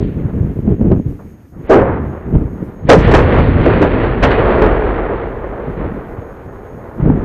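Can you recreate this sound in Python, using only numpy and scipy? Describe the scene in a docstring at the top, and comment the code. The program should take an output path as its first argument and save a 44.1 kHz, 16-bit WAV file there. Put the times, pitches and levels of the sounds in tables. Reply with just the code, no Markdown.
"""Wind buffets a microphone over faint town noise, whine and hiss, all scattered pulses, noise or sines.
A distant gun thuds, then a tank fires; its shell bursts further off: fast fronts with ringing reflections.
House fronts return each blast as a long roll of echo pulses over a deep rumble of filtered pulses.
The blasts overload the input stage, which flattens their peaks; late gusts thump the microphone again."""
import sys
import numpy as np
from scipy import signal
from scipy.fft import rfft, irfft
from scipy.io import wavfile
from scipy.ndimage import uniform_filter1d

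SR = 44100
rng = np.random.default_rng(int(sys.argv[2]) if len(sys.argv) > 2 else 0)


def store_pcm(level_fs):
    """Save levels as 16-bit WAV."""
    pcm = np.round(np.clip(level_fs, -1, 1) * 32767).astype(np.int16)
    wavfile.write(sys.argv[1], SR, np.atleast_2d(pcm).T)


N = 319284  # samples


def undb(db):
    """Decibels to amplitude ratio."""
    return 10 ** (np.asarray(db) / 20)


def unit(x):
    """Scale to an RMS of 1."""
    return x / np.sqrt(np.mean(x ** 2))


def colour(x, points):
    """Causal filter through (hz, gain_db) points, from the folded cepstrum of the log gain."""
    size = 1 << 13
    hz, db = np.transpose(points)
    bin_hz = np.arange(size // 2 + 1) * SR / size
    log_gain = np.interp(np.log(bin_hz + 1), np.log(hz), db) * np.log(10) / 20
    cepstrum = irfft(log_gain)
    cepstrum[1:size // 2] *= 2
    cepstrum[size // 2 + 1:] = 0
    response = irfft(np.exp(rfft(cepstrum)))
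    return signal.fftconvolve(x, response)[:len(x)]


def walk(rate_hz):
    """Random levels held 1 / rate_hz s and slewed twice; spread near 1."""
    k = int(SR / rate_hz)
    steps = np.repeat(rng.standard_normal(N // k + 1), k)
    return 1.3 * uniform_filter1d(uniform_filter1d(steps, k), k)[:N]


def pulses(rate_hz, spread_db):
    """Scattered pressure pulses of either sign; a positive spread makes a few far larger than the rest."""
    when, sign, size = rng.random((3, N))
    present = when < rate_hz / SR
    height = undb(-spread_db * np.log(1 - size))
    return unit(present * np.sign(sign - .5) * height)


def even(x, span_s):
    """Level held near 1 over spans of span_s, faster lumps kept."""
    k = int(span_s * SR)
    power = uniform_filter1d(uniform_filter1d(x ** 2, k), k)
    return x / np.sqrt(power)


def swell(start_s, level_db, hold_s, fall_db_s, rise_db_s):
    """Level in dB: a straight rise to start_s, a hold, a straight fall, or a climb if fall_db_s is negative."""
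    t = np.arange(N) / SR - start_s
    return level_db + rise_db_s * np.minimum(t, 0) - fall_db_s * np.maximum(t - hold_s, 0)


def wind():
    """Eddies thump the microphone in bunches; strong gusts reach higher in pitch."""
    # gusts on the microphone: start_s, level_db, hold_s, fall_db_s
    gust_rows = [(0, -9.5, 0.0058, 107), (0.175, -13.5, 0.0084, 196), (0.246, -17, 0.0082, 137),
                 (0.34, -15.5, 0.076, 200), (0.412, -13, 0.026, 150), (0.495, -16, 0.024, 405),
                 (0.572, -17, 0.033, 500), (0.669, -9.5, 0.067, 464), (0.817, -9, 0.063, 247),
                 (0.919, -4, 0.0042, 203), (1.076, -17, 0.0089, 152), (1.248, -28.5, 0.012, 252),
                 (1.329, -31.5, 0.01, 504), (1.573, -27.5, 0.026, 58), (2.274, -19.5, 0.011, 89),
                 (2.277, -20, 0.0055, 281.5), (2.347, -5.5, 0.0063, 138), (2.53, -21, 0.011, 198),
                 (2.626, -18, 0.0066, 492), (2.664, -27.5, 0.022, 150), (2.755, -29, 0.009, 141),
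                 (2.8, -25.5, 0.087, 289), (5.68, -22.5, 0.025, 412), (5.792, -19.5, 0.058, 61),
                 (6.046, -47, 0.0035, 500), (6.18, -32.5, 0.028, 400), (6.468, -30.5, 0.0057, 190.5),
                 (6.582, -47, 0.017, 470.5), (6.74, -29, 0.011, 185), (6.99, -22.5, 0.034, 230),
                 (7.039, -9, 0.045, 50)]
    # relative spectrum of the eddies: hz, density_db (per Hz)
    wind_colour = [(12, -44.5), (25, -1.5), (65, 1), (130, 0.5), (210, 0), (330, -7.5), (420, -10),
                   (750, -33), (3000, -57.5), (6600, -110)]
    edge_colour = [(200, -14.5), (600, 5.0), (1200, -15.5), (3000, -34.5), (6000, -70.5)]
    eddies_hz, gust_rise_db_s, calm_db = 700, 355.5, -59.5
    gust_db = np.max([swell(*row, gust_rise_db_s) for row in gust_rows], axis=0).clip(calm_db)
    eddies = colour(pulses(eddies_hz, spread_db=1.5), wind_colour)
    dull = even(undb(2.0 * walk(30)) * eddies, 0.07)
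    edge = unit(colour(rng.standard_normal(N), edge_colour))
    return undb(gust_db) * dull + undb(2.7 * gust_db - 10.0) * edge + thumps()


def thumps():
    """One large eddy pushes the membrane and lets it swing back."""
    # hardest single thumps of wind: start_s, peak_db, pitch_hz
    thump_rows = [(0.252, -4.5, 110), (0.407, -2, 88), (0.59, -6.5, 200), (0.677, -2.5, 199),
                  (0.725, -24, 175), (0.807, -9, 153), (0.853, -1.5, 199), (0.878, -4.5, 175),
                  (0.914, 1.5, 206), (0.998, -2.5, 208), (1.062, -5, 130), (2.329, -14, 240),
                  (2.362, 0, 89), (2.451, -8.5, 80.4), (2.626, -13, 236), (2.851, -6, 138),
                  (5.858, -17, 184), (6.185, -13.5, 101), (6.999, -4.5, 131), (7.026, -2.5, 130),
                  (7.06, 1, 182), (7.1, 5.5, 240)]
    rise_cycles, fall_cycles = 0.24, 0.64
    out = np.zeros(N + SR)
    for (start_s, peak_db, hz), sign in zip(thump_rows, rng.choice([-1, 1], len(thump_rows))):
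        cycles = np.arange(int(6 * fall_cycles / hz * SR)) / SR * hz
        envelope = (1 - np.exp(-(cycles / rise_cycles) ** 2)) * np.exp(-cycles / fall_cycles)
        push = np.sin(2 * np.pi * cycles) * envelope
        out[int(start_s * SR):][:len(cycles)] += sign * undb(peak_db) * push / np.abs(push).max()
    return out[:N]


def echo_bands():
    """Dense pulses, as of overlapping returns from many walls, split into body and two treble layers."""
    # spectrum of the pulses: hz, density_db (per Hz)
    echo_colour = [(60, -4.5), (150, -9), (260, -6.5), (430, 1), (560, -4.5), (742, -9), (1200, -13.5),
                   (1890, -18), (3060, -32), (4500, -49), (5500, -74.5), (6500, -84), (8000, -81.5),
                   (12000, -100)]
    x = colour(pulses(2500, spread_db=0.0), echo_colour)
    reference_band = signal.butter(4, [800, 1600], "band", fs=SR, output="sos")
    x = x / np.std(signal.sosfilt(reference_band, x))
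    spectrum = rfft(x)
    octave = np.log2(np.arange(N // 2 + 1) * SR / N / 1200 + 1e-9)  # above 1200 Hz
    up = np.clip(octave / 1.25, 0, 1)
    top = np.clip(octave / 1.25 - 1, 0, 1)
    return [irfft(spectrum * share, N) for share in (1 - up, up - top, top)]


def mix(bands, level_db, treble_db):
    """Sum the layers; the top one follows a change of treble twice as steeply."""
    body, treble, top = bands
    return undb(level_db) * (body + undb(treble_db) * treble + undb(2 * treble_db) * top)


def roll():
    """Town noise, blast echoes and late wind rush in uneven clumps, each swell duller as it goes on."""
    # far town noise: start_s, level_db, treble_db
    town_rows = [(0, -54.5, 15), (0.299, -45.5, 0.5), (.9, -59.5, 8.5), (1.3, -57, 4), (1.51, -63.5, 4),
                 (1.545, -51, -7), (1.681, -45.5, 4.5), (1.75, -44.5, -1), (2.88, -62.5, 10.5)]
    # rolls of blast echoes; the 4.593 row a dull town murmur that slowly grows;
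    # last two the mid-pitched rush of late wind gusts:
    # start_s, level_db, treble_db, rise_db_s, hold_s, fall_db_s (negative: climb)
    roll_rows = [(1.715, -16.5, -3.5, 911, 0.022, 104), (1.819, -32.5, -29, 304, 0.034, 60),
                 (1.898, -44.5, -27.5, 305, 0.03, 6), (2.897, -25.5, 8, 898.5, 0.51, 11.5),
                 (3.655, -30, 4.5, 161, 0.27, 12.5), (4.239, -24.5, 3.5, 900.5, 0.39, 19),
                 (4.593, -52, -24, 300, 0.88, -5.5), (5.832, -39, -1.5, 88, 0.029, 74.5),
                 (7.006, -40, -4, 902, .1, 4)]
    own_clump_db, common_clump_db, dulling_db_s = 1.1, 0.7, 6.5
    bands = [undb(own_clump_db * walk(28)) * band for band in echo_bands()]
    t = np.arange(N) / SR
    when_s, town_db, town_treble_db = np.transpose(town_rows)
    out = mix(bands, np.interp(t, when_s, town_db), np.interp(t, when_s, town_treble_db))
    for start_s, level_db, treble_db, rise_db_s, hold_s, fall_db_s in roll_rows:
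        swell_db = swell(start_s, level_db, hold_s, fall_db_s, rise_db_s)
        out = out + mix(bands, swell_db, treble_db - dulling_db_s * np.maximum(t - start_s, 0))
    return undb(common_clump_db * walk(18)) * out


def rumble():
    """Over a steady far rumble, long waves bend round the houses, come late and stay, the deepest longest."""
    # rumble after each heavy blast: start_s, low_db, deep_db, hold_s (deep: half), fall_db_s (deep: x 0.59)
    rumble_rows = [(1.767, -18.5, -32.5, 0.31, 139.5), (2.896, -9.5, -15, 0.25, 14.5),
                   (3.393, -18, -33, 0.098, 12), (4.204, -38, -20, 0.41, 30)]
    # relative spectra of the low and deep parts: hz, density_db (per Hz)
    rumble_colour = [(40, -31), (70, -5), (105, -6), (180, -12.5), (260, -12), (400, -23.5), (700, -91)]
    deep_colour = [(12, -33), (22, 6.5), (45, 31), (65, 21), (120, -51)]
    rise_db_s, far_rumble_db, even_s = 597, -40.5, 0.12
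    low, deep = undb(far_rumble_db), 0
    for start_s, low_db, deep_db, hold_s, fall_db_s in rumble_rows:
        low = low + undb(swell(start_s, low_db, hold_s, fall_db_s, rise_db_s))
        deep = deep + undb(swell(start_s, deep_db, hold_s / 2, 0.59 * fall_db_s, rise_db_s))
    deep = deep * undb(2 * walk(5))
    out = 0
    for gain, points in ((low, rumble_colour), (deep, deep_colour)):
        out = out + gain * even(colour(pulses(1500, spread_db=2.23), points), even_s)
    return out


def electronics(shots):
    """Hiss and a thin whine, faint wherever the shots are bright and loud."""
    # whine tones before flutter and fading: pitch_hz, level_db (RMS)
    whine_rows = [(6557, -70), (13108, -67)]
    # relative spectrum of the hiss: hz, density_db (per Hz)
    hiss_colour = [(1000, -8), (3000, -6), (7700, -1), (11000, 8.5), (13100, 14), (14500, 10.5),
                   (16000, -34.5)]
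    t = np.arange(N) / SR
    whine = 0
    for hz, level_db in whine_rows:
        whine = whine + undb(level_db + 3 * walk(25)) * np.sqrt(2) * np.sin(2 * np.pi * hz * t)
    flicker = undb(2 * walk(25))
    hiss = [undb(-56.0) * flicker * unit(colour(rng.standard_normal(N), hiss_colour)) for _ in range(3)]
    # the second difference favours treble
    bright_power = uniform_filter1d(np.diff(shots, 2, prepend=[0, 0]) ** 2, size=2000)
    fade = 1 / (1 + bright_power / undb(-57) ** 2) ** 2
    # one hiss shared, one per channel at half amplitude
    return fade * (whine + hiss[0] + np.array(hiss[1:]) / 2)


def clipping_ticks():
    """Thin ticks where the overloaded recording clips: filtered noise gone in milliseconds."""
    # thin clipping ticks: start_s, peak_db, top_hz
    tick_rows = [(0.918, -34.5, 4500), (3.385, -41, 10000), (3.401, -34, 11000), (3.661, -37, 10000),
                 (3.829, -35, 14000), (4.231, -34, 14000), (4.629, -47, 6980)]
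    decay_s = 0.0011
    out, t = np.zeros(N), np.arange(SR // 50) / SR
    grits = rng.standard_normal((len(tick_rows), len(t)))
    for (start_s, peak_db, top_hz), grit in zip(tick_rows, grits):
        band = signal.butter(3, [900, top_hz], "band", fs=SR, output="sos")
        tick = signal.sosfilt(band, grit * np.exp(-t / decay_s))
        out[int(start_s * SR):][:len(t)] += undb(peak_db) * tick / np.abs(tick).max()
    return out


def blasts():
    """A front with a short fizz, then near reflections that die away, treble first."""
    # blasts and single strong echoes: start_s, nominal_peak_db (ring starts 12 dB below), treble_db,
    # fizz_db, rise_s (time constant), ring_t60_s
    blast_rows = [(1.19, -29.5, -13, -80, 0.002, 0.17), (1.692, 7.5, -12, -21.5, 0.05, 0.38),
                  (1.815, -13, -20, -75, 0.0052, 0.16), (2.03, -27, -18, -85, 0.004, 0.065),
                  (2.888, 8.5, -12, -6, 0.018, 0.25), (2.898, 12, 13, -25, 0.0019, 0.022),
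                  (2.923, -3.5, -10, -14, 0.011, 0.12), (2.976, -22, -6, -31, 0.015, 0.27),
                  (3.068, -2.5, -28, -37, 0.01, 0.23), (3.111, -2, 6, -27, 0.0085, 0.15),
                  (3.138, 2, 3, -28, 0.0023, 0.45), (3.341, -6.5, -23, -49.5, 0.0014, 0.19),
                  (3.382, 0, 0, -49, 0.0032, 0.097), (3.525, -14, -3, -65, 0.004, 0.043),
                  (3.586, -16, -10.5, -61, 0.004, 0.083), (3.656, -8, -17, -43, 0.0019, 0.082),
                  (3.814, 0.5, 5.5, -29, 0.013, 0.17), (4.035, -3.5, 0, -54, 0.011, 0.15),
                  (4.226, 5.5, 8.5, -22, 0.01, 0.17), (4.305, -6.5, 9, -75, 0.0028, 0.17),
                  (4.385, -4.5, 0.5, -70, 0.0045, 0.19), (4.453, -11.5, 5, -68, 0.0011, 0.18),
                  (4.504, -10, 7, -73, 0.0045, 0.15), (4.613, 1.5, 1, -58, 0.0099, 0.17),
                  (4.65, -5, 0, -75, 0.0046, 0.18), (4.707, -8, 1, -56, 0.0035, 0.13),
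                  (4.761, -7.5, -8, -63, 0.0052, 0.11), (5.442, -5, -27, -74, 0.002, 0.035)]
    fizz_colour = [(2000, -53.5), (3500, -2.0), (6000, -4.0), (9500, -9.5), (11000, -30.5)]
    ring_crest_db, treble_fall_db_s = 12, 87.0
    bands, out = echo_bands(), np.zeros(N)
    fizz = unit(colour(pulses(1800, spread_db=-1), fizz_colour))
    for start_s, peak_db, treble_db, fizz_db, rise_s, t60_s in blast_rows:
        i = int(start_s * SR)
        t = np.arange(int(t60_s * SR)) / SR
        span = slice(i, i + len(t))
        fade_db = 60 * t / t60_s
        ring_db = peak_db - ring_crest_db - fade_db
        ring = mix([band[span] for band in bands], ring_db, treble_db - treble_fall_db_s * t)
        front = 1 - np.exp(-t / rise_s)
        out[span] += front * (ring + undb(fizz_db - 2 * fade_db) * fizz[span])
    return out


def booms():
    """A rough burst of low waves crowded round one broad resonance of the street."""
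    # hollow body of heavy blasts and strongest echoes: start_s, level_db, centre_hz, hold_s, fall_db_s
    boom_rows = [(1.699, -2.5, 402, 0.049, 149), (2.893, 5.5, 433, 0.051, 903),
                 (2.969, -4.5, 150, 0.011, 794), (3.664, -3.5, 398, 0.0059, 399),
                 (3.811, -6, 370, 0.02, 297), (4.235, -14, 464, 0.016, 302), (4.625, -22, 485, 0.028, 201)]
    rise_db_s, skirt_db, even_s = 3999, -17, 0.006
    out = 0
    for start_s, level_db, hz, hold_s, fall_db_s in boom_rows:
        peak = [(hz / 4, 2 * skirt_db), (hz / 2, skirt_db), (hz, 0), (2 * hz, skirt_db), (8 * hz, 5 * skirt_db)]
        waves = even(colour(rng.standard_normal(N), peak), even_s)
        out = out + undb(swell(start_s, level_db, hold_s, fall_db_s, rise_db_s)) * waves
    return out


def flatten(x):
    """Overload: peaks bend over toward the ceiling."""
    ceiling, knee = 0.98, 6
    return x / (1 + np.abs(x / ceiling) ** knee) ** (1 / knee)


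def scene():
    """Shots, rumble and wind in both channels, with opposite-signed treble and the electronics."""
    shots = roll() + blasts() + booms() + clipping_ticks()
    mid = shots + rumble() + wind()
    # two ports close together: the same bass, a little treble of their own
    side_colour = [(30, -85.5), (100, -56.5), (500, -55), (1200, -35.5), (2500, -28.5), (5000, -18.5)]
    side = colour(roll(), side_colour)
    return mid + np.array([side, -side]) + electronics(shots)


def record(dry):
    """Input stage flattens peaks, a coupling capacitor tilts the flat tops, left is duller, the top is cut."""
    # treble response of the microphone: hz, gain_db
    mic_top = [(6000, 0), (10000, -9.5), (13000, -12.5), (16000, -13)]
    duller_db, duller_band_hz, top_hz = -21, [800, 6000], 15500
    flat = [colour(x, mic_top) for x in flatten(dry)]
    capacitor = signal.butter(1, 14, "high", fs=SR, output="sos")
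    flat = np.clip(signal.sosfilt(capacitor, flat), -1, 1)
    highs = signal.sosfiltfilt(signal.butter(1, duller_band_hz, "band", fs=SR, output="sos"), flat)
    # taken from the left, added to the right
    flat = flat + undb(duller_db) * highs * np.array([[-1], [1]])
    top_cut = signal.ellip(8, .2, 70, top_hz, fs=SR, output="sos")
    return signal.sosfilt(top_cut, np.clip(flat, -1, 1))


dry = scene()
out = record(dry)
store_pcm(out)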